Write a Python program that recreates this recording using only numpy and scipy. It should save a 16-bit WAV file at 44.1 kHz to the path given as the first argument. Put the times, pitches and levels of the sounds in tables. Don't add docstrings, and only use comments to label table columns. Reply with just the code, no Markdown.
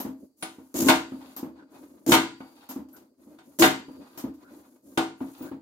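import sys
import numpy as np
from scipy import signal
from scipy.fft import rfft, irfft, next_fast_len
from scipy.io import wavfile

SR = 44100
rng = np.random.default_rng(int(sys.argv[2]) if len(sys.argv) > 2 else 0)


def int16_out(signal):
    q = np.round(np.clip(np.atleast_2d(signal).T, -1, 1) * 32767)
    wavfile.write(sys.argv[1], SR, q.astype(np.int16))


N = 247401
TIME = np.arange(N) / SR
AGE = TIME[:int(1.2 * SR)]
ROOM_T60_S = .27
RUB_ATTACK_S, RUB_RELEASE_T60_S = .074, .35

# t/s, length/s, puff/dB, whistle/dB
INTAKES = [(0, 0.0034, -34.5, -36), (1.363, 0.03, -42, -39), (2.689, .035, -41.5, -40),
           (4.174, 0.029, -40.5, -43.5)]
# t/s, length/s, hiss/dB, tank drone/dB, thud/dB
SPURTS = [(.742, 0.029, -33.5, -26.5, -26.5), (0.782, 0.041, -33.5, -27, -26.5),
          (0.82, .03, -33.5, -26.5, -19), (.861, 0.052, -30, -21, -15.5), (2.064, .049, -33, -21.5, -23.5),
          (2.086, .065, -30.5, -23, -17.5), (3.588, 0.035, -29, -15, -27),
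          (3.597, 0.064, -28, -18.5, -37.5)]
# t/s, length/s, rub/dB, hiss/dB, thud/dB
DRAWS = [(1.119, 0.22, -56.5, -63.5, -31), (2.404, 0.24, -60.5, -66.5, -37.5),
         (3.882, 0.322, -60, -67, -36.5), (5.21, 0.22, -59, -60, -27)]
# f/Hz, level/dB, t60/s
BODY_MODES = [(269, -9, .5), (329, 2, .38), (488, -17, .25), (626, -5.5, .25), (721, -5, .25),
              (758, -3, .3), (821, -9, .25), (918, -3, .26), (996, -12, .35), (1077, -9.5, .26),
              (1210, -6, .25), (1245, -10, .25), (1405, -10, .33), (1491, -2, .24), (1588, -8, .2),
              (1952, -10, .28), (2106, -11, .35), (2223, -5, .24), (2519, -15, .26), (2799, -17, .24),
              (2993, -15, .27), (3230, -12, .2), (3541, -9, .22), (3600, -10, .2), (3677, -11, .25),
              (4094, -13, .3), (4274, -16, .28), (4447, -10, .18)]
# f/Hz, level/dB, t60/s
WIRE_MODES = [(4100, -4, .9), (4590, -3, 1.5), (4670, -1, 1.8), (4740, -4, 1.4), (7350, 3, .65),
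              (7620, 4, .65)]
# f/Hz, level/dB
STEREO_WIDTH = [(30, -11.5), (120, -12.5), (280, -16), (550, -5), (1000, -3.5), (2000, 1.5), (5000, 0),
                (16000, 0)]


def amp(db):
    return 10 ** (np.asarray(db) / 20)


def along(points, hz):
    f, value = np.transpose(points)
    return np.interp(np.log(np.maximum(hz, 1)), np.log(f), value)


def fade(t, t60):
    return np.exp(-np.log(1000) * np.maximum(t, 0) / t60)


def add(out, s, sound):
    i = max(int(s * SR), 0)
    out[:, i:i + sound.shape[1]] += sound[:, :N - i]


def noise(spectrum, size=len(AGE), ripple=None):
    n = next_fast_len(size)
    hz = np.arange(n // 2 + 1) * SR / n
    db = along(spectrum, hz) + (0 if ripple is None else along(ripple, hz))
    mid, side = rfft(rng.standard_normal((2, n))) * amp(db) * hz / (hz + 20)
    mid = irfft(mid, n)[:size]
    side = irfft(side * amp(along(STEREO_WIDTH, hz)), n)[:size]
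    return np.array([mid + side, mid - side]) / mid.std()


def ring(modes, scatter_db, detune, stagger):
    out, power = 0, 0
    for (hz, db, t60), (strength, shift, lean) in zip(modes, rng.standard_normal((len(modes), 3))):
        phase = 2 * np.pi * (hz * (1 + detune * shift) * AGE + stagger * rng.random())
        mid = np.sin(phase)
        side = np.sign(lean) * amp(along(STEREO_WIDTH, hz)) * np.cos(phase)
        out = out + amp(db + scatter_db * strength) * fade(AGE, t60) * np.array([mid + side, mid - side])
        power += amp(db) ** 2 / 2
    return out / np.sqrt(power)


def burst(length, rise_s, room_db):
    after = AGE - length
    room = amp(room_db)
    return (1 - np.exp(-AGE / rise_s)) * ((1 - room) * fade(after, .049) + room * fade(after, ROOM_T60_S))


def flutter(per_s, depth_db, size=len(AGE)):
    steps = np.arange(size) * per_s / SR
    return amp(depth_db * np.interp(steps, np.arange(4096), rng.standard_normal(4096)))


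def slide(s, length, attack_s, release_t60, db_per_s=0):
    age = TIME - s
    run = np.clip(age, 0, length)
    trend = amp(db_per_s * (run - length / 2))
    return np.minimum(run / attack_s, 1) * trend * fade(age - length, release_t60)


def steel_ripple(depth_db, peak_db, width_hz):
    hz = np.geomspace(200, 17000, 720)
    mode_hz = np.transpose(BODY_MODES)[0]
    gap_hz = np.abs(hz[:, None] - mode_hz).min(axis=1)
    peaks = peak_db * (1 / (1 + (gap_hz / width_hz) ** 2) - .3)
    chance = depth_db * rng.standard_normal(len(hz)) * np.minimum(hz / 3500, 1)
    return np.c_[hz, peaks + chance]


def air_puffs(ripple):
    # t/s, length/s, level/dB
    leaks = [(2.885, 0.0042, -60), (2.963, 0.012, -53), (4.337, 0.014, -61)]
    # f/Hz, level/dB
    puff_spectrum = [(100, -28), (270, 24), (450, 6.5), (1000, 10.5), (1400, 0.5), (2200, -6.5),
                     (4500, -5.5), (6500, -2), (9000, -6.5), (11500, -5.5), (13200, 0), (16000, -8)]
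    out = np.zeros((2, N))
    for s, length, db, *_ in INTAKES + leaks:
        puff = noise(puff_spectrum, ripple=ripple) * flutter(per_s=440, depth_db=1)
        add(out, s, amp(db) * puff * burst(length, rise_s=.0011, room_db=-2))
    return out


def whistles_and_squeaks():
    # t/s, length/s, start f/Hz, end f/Hz, level/dB
    squeaks = [(.424, 0.015, 9850, 9630, -36), (1.586, 0.043, 1583, 1475, -59),
               (2.928, 0.028, 11580, 13050, -54.5), (2.935, 0.031, 1450, 1477, -60.5),
               (4.443, .051, 1423, 1490, -61.5), (5.38, .025, 14400, 15600, -56),
               (5.425, .0089, 14950, 15700, -45), (5.449, 0.046, 1470, 1544, -54)]
    whistle_s, from_hz, to_hz = .017, 13080, 12920
    whistles = [(s, whistle_s, from_hz, to_hz, db) for s, *_, db in INTAKES]
    out = np.zeros((2, N))
    for s, length, start_hz, end_hz, db in whistles + squeaks:
        phase = 2 * np.pi * np.cumsum(np.interp(AGE, [0, length], [start_hz, end_hz])) / SR
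        smoothing = signal.butter(2, 85 + .011 * start_hz, fs=SR, output="sos")
        waver = signal.sosfilt(smoothing, rng.standard_normal((2, 2, len(AGE))))
        tone = (waver[0] * np.sin(phase) + waver[1] * np.cos(phase)) / waver.std()
        add(out, s, amp(db) * tone * burst(length, rise_s=.00071, room_db=-10.5))
    return out


def tank_thuds():
    # t/s, level/dB
    bumps = [(.049, -25.5), (1.428, -27.5), (2.76, -29), (4.239, -26.5)]
    # t/s, level/dB
    load_shifts = [(.583, -39.5), (1.594, -48), (2.011, -50), (3.268, -50), (5.407, -34), (5.513, -30)]
    # f/Hz, level/dB, t60/s
    tank_modes = [(76, -22, .42), (235.6, -8.5, .26), (267.6, 2, .4), (285, 5, .11), (298, -8, .6),
                  (327.8, -4, .34), (635, -18, .35), (890, -19, .24)]
    # f/Hz, level/dB
    housing_spectrum = [(24, -65.5), (40, -27.5), (175, -13.5), (257, 0.5), (340, -20), (408, -18.5),
                        (490, -14), (677, -26.5), (898, -21.5), (1930, -41), (5000, -52), (6500, -85.5),
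                        (11000, -120)]
    spurts = [(s + .003, db) for s, *_, db in SPURTS]
    draws = [(s, db) for s, *_, db in DRAWS]
    jolts = [(s, db - .5) for s, _, db, _ in INTAKES]
    rebounds = [(s + .029, db - 7.5) for s, db in bumps]
    soft_start = (1 - np.exp(-AGE / .0017)) ** 2
    out = np.zeros((2, N))
    for s, db in spurts + draws + jolts + bumps + rebounds + load_shifts:
        housing = amp(-6.5) * noise(housing_spectrum) * fade(AGE, .27)
        tank = amp(-1) * ring(tank_modes, scatter_db=.6, detune=.012, stagger=.27)
        wires = amp(-57) * ring(WIRE_MODES, scatter_db=2.5, detune=.0011, stagger=.96)
        add(out, s, amp(db) * (housing + tank + wires) * soft_start)
    return out


def rod_rubbing(ripple):
    # t/s, length/s, rumble/dB, scrape/dB, hiss/dB
    shifts = [(0.155, 0.087, -48, -76.5, -68.5), (0.364, 0.08, -52.5, -69.5, -56),
              (0.483, 0.24, -57, -70, -67.5), (1.51, 0.12, -47.5, -63.5, -88),
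              (1.69, 0.16, -45.5, -58, -64), (1.853, 0.21, -53.5, -75.5, -70),
              (2.889, 0.085, -49, -62, -64.5), (2.988, 0.043, -49, -72, -89),
              (3.171, 0.18, -51.5, -67.5, -68.5), (3.417, 0.19, -54, -73, -65.5),
              (4.363, 0.12, -52, -63, -70), (4.484, 0.12, -47.5, -61.5, -62.5),
              (4.622, 0.14, -58.5, -73, -69), (4.819, 0.14, -51, -68, -62),
              (5.41, 0.057, -37, -52.5, -58.5)]
    # f/Hz, level/dB
    rumble_spectrum = [(25, -48.5), (55, -51), (75, -5), (95, -17.5), (170, -9.5), (265, 8.5), (330, 5),
                       (410, -9), (620, -7), (1000, -61.5), (3000, -66.5)]
    scrape_spectrum = [(300, -4), (600, -1.5), (950, 2), (1500, -5.5), (2100, -13), (3000, -19.5),
                       (4300, -13), (5300, -19.5), (16000, -40)]
    hiss_spectrum = [(1000, -21.5), (2500, -12.5), (4500, -5), (5500, -0.5), (6800, 6), (8500, 0.5),
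                     (9800, 7), (11500, 3.5), (13000, 7.5), (16000, -2)]
    rub_times, hiss_times = (RUB_ATTACK_S, RUB_RELEASE_T60_S), (.053, .28)
    lead_s = .05
    rumble_gain, scrape_gain, hiss_gain = np.zeros((3, N))
    for s, length, rub_db, hiss_db, _ in DRAWS:
        rumble_gain += amp(rub_db + 7) * slide(s, length, *rub_times, db_per_s=-46)
        scrape_gain += amp(rub_db) * slide(s, length, *rub_times, db_per_s=11)
        hiss_gain += amp(hiss_db) * slide(s - lead_s, length + lead_s, *hiss_times, db_per_s=11)
    for s, length, rumble_db, scrape_db, hiss_db in shifts:
        moving = slide(s, length, *rub_times)
        rumble_gain += amp(rumble_db) * moving
        scrape_gain += amp(scrape_db) * moving
        hiss_gain += amp(hiss_db) * slide(s, length, *hiss_times)
    sharp_ripple = steel_ripple(depth_db=5, peak_db=10.5, width_hz=4.6)
    rumble = amp(-3.5) * noise(rumble_spectrum, N) * flutter(per_s=25, depth_db=4.5, size=N)
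    scrape = amp(-2) * noise(scrape_spectrum, N, sharp_ripple) * flutter(per_s=55, depth_db=4, size=N)
    hiss = amp(-3.06) * noise(hiss_spectrum, N, ripple) * flutter(per_s=160, depth_db=1.3, size=N)
    return rumble_gain * rumble + scrape_gain * scrape + hiss_gain * hiss


def panel_crash(ripple):
    # f/Hz, level/dB
    panel_spectrum = [(40, -26), (150, -11), (300, -3.5), (450, -6.5), (560, -13), (660, -12.5), (950, -6),
                      (1300, -11.5), (1500, -6), (1800, -12), (3700, -13.5), (5100, -20), (7500, -20),
                      (16000, -29.5)]
    # f/Hz, t60/s
    ring_times = [(60, .45), (250, .42), (600, .32), (1500, .33), (3500, .34), (7500, .33), (10000, .25),
                  (16000, .21)]
    wash = rfft(noise(panel_spectrum, ripple=ripple))
    hz = np.linspace(0, SR / 2, wash.shape[1])
    centres, t60s = np.transpose(ring_times)
    bands = [along(np.c_[centres, one_band], hz) for one_band in np.eye(len(centres))]
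    return sum(irfft(wash * band, len(AGE)) * fade(AGE, t60) for band, t60 in zip(bands, t60s))


def plunger_knocks(ripple):
    # t/s, level/dB, clang/dB, treble/dB, boom/dB
    knocks = [(.4245, -33, -3.5, 0, 0.5), (0.8844, -14, -3.5, -1, 1), (.897, -14.5, -2.5, -10, -12),
              (2.1185, -14, 0, -2, 6), (2.137, -16.5, -0.5, -1.5, -7), (2.404, -43.5, -8, -18, -10),
              (3.386, -53, -3.5, -4, 4.5), (3.621, -14, -0.5, -1, 3), (3.638, -15, -1, -7.5, -1),
              (4.9741, -18, -8, -8, 0.5), (5.204, -40.5, -13.5, -28, 1)]
    out = np.zeros((2, N))
    hz = np.linspace(0, SR / 2, len(AGE) // 2 + 1)
    add(out, 0, amp(-72.5) * ring(WIRE_MODES, scatter_db=7, detune=.001, stagger=.79))
    for s, db, clang_db, treble_db, boom_db in knocks:
        crack = amp(-4) * panel_crash(ripple) * (1 + amp(-1) * fade(AGE, .074))
        body = amp(-1) * ring(BODY_MODES, scatter_db=1.5, detune=.00091, stagger=.96)
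        wires = amp(-42) * ring(WIRE_MODES, scatter_db=1.5, detune=.004, stagger=1)
        blow = (crack + body + wires) * (1 - np.exp(-AGE / .0011))
        colour = [(100, boom_db - .5), (330, boom_db), (600, 0), (950, 0),
                  (1700, clang_db), (8000, treble_db)]
        knock = irfft(rfft(blow) * amp(along(colour, hz)), len(AGE))
        add(out, s, amp(db) * knock[:, :SR])
    return out


def valve_spurts(ripple):
    # f/Hz, level/dB
    valve_spectrum = [(450, -5.5), (950, 4), (1300, -2), (2500, -4.5), (5000, -1), (7000, 8.5),
                      (9000, -1.5), (11500, 3.5), (14000, 6), (16000, -7)]
    drone_spectrum = [(30, -34.5), (75, -18.5), (160, -14), (240, -10), (320, 11), (400, -8.5), (620, -9),
                      (1000, -30), (2000, -38.5), (6000, -67.5)]
    out = np.zeros((2, N))
    for s, length, hiss_db, drone_db, _ in SPURTS:
        air = amp(hiss_db) * noise(valve_spectrum, ripple=ripple) * flutter(per_s=120, depth_db=4)
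        hiss = air * burst(length, rise_s=.0093, room_db=-10.5)
        click = amp(1.5) * air * fade(AGE, .017)
        tank = amp(drone_db - 5) * noise(drone_spectrum, ripple=ripple)
        drone = tank * burst(length, rise_s=.002, room_db=-9)
        add(out, s, hiss + click + drone)
    return out


def rod_catches(ripple):
    # f/Hz, level/dB
    rod_spectrum = [(900, -30), (1350, -4), (1900, -14), (2450, -4), (3100, -3), (3900, -1), (4600, -4),
                    (5400, -14), (12000, -30)]
    catches_per_s = 140
    grip = sum(amp(rub_db) * slide(s, length, RUB_ATTACK_S, RUB_RELEASE_T60_S, db_per_s=35)
               for s, length, rub_db, *_ in DRAWS)
    catches = (rng.random(N) < catches_per_s / SR) * rng.exponential(size=N)
    tick = noise(rod_spectrum, ripple=ripple) * (fade(AGE, .012) + amp(-12) * fade(AGE, ROOM_T60_S))
    rattle = signal.fftconvolve(catches[None], tick, axes=1)[:, :N]
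    return amp(-9) * grip * rattle / rattle.std()


def scene():
    # f/Hz, level/dB
    room_spectrum = [(18, -54.5), (30, -22.5), (303, -12.5), (437, -12), (1460, -41), (3490, -47.5),
                     (4530, -29.5), (5310, -36), (16000, -38)]
    ripple = steel_ripple(depth_db=4, peak_db=2, width_hz=12)
    stove = plunger_knocks(ripple) + valve_spurts(ripple) + air_puffs(ripple) + whistles_and_squeaks()
    stove += tank_thuds() + rod_rubbing(ripple) + rod_catches(ripple)
    lean_left = amp([[.5], [-.5]])
    return stove * lean_left + amp(-76.5) * noise(room_spectrum, N)


def record(dry):
    low_hz, top_hz = 48, 15900
    bass_cut = signal.butter(2, low_hz, "high", fs=SR, output="sos")
    treble_cut = signal.ellip(10, .2, 70, top_hz, fs=SR, output="sos")
    rounded = np.tanh(signal.sosfilt(bass_cut, dry))
    return signal.sosfilt(treble_cut, rounded)


dry = scene()
out = record(dry)
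int16_out(out)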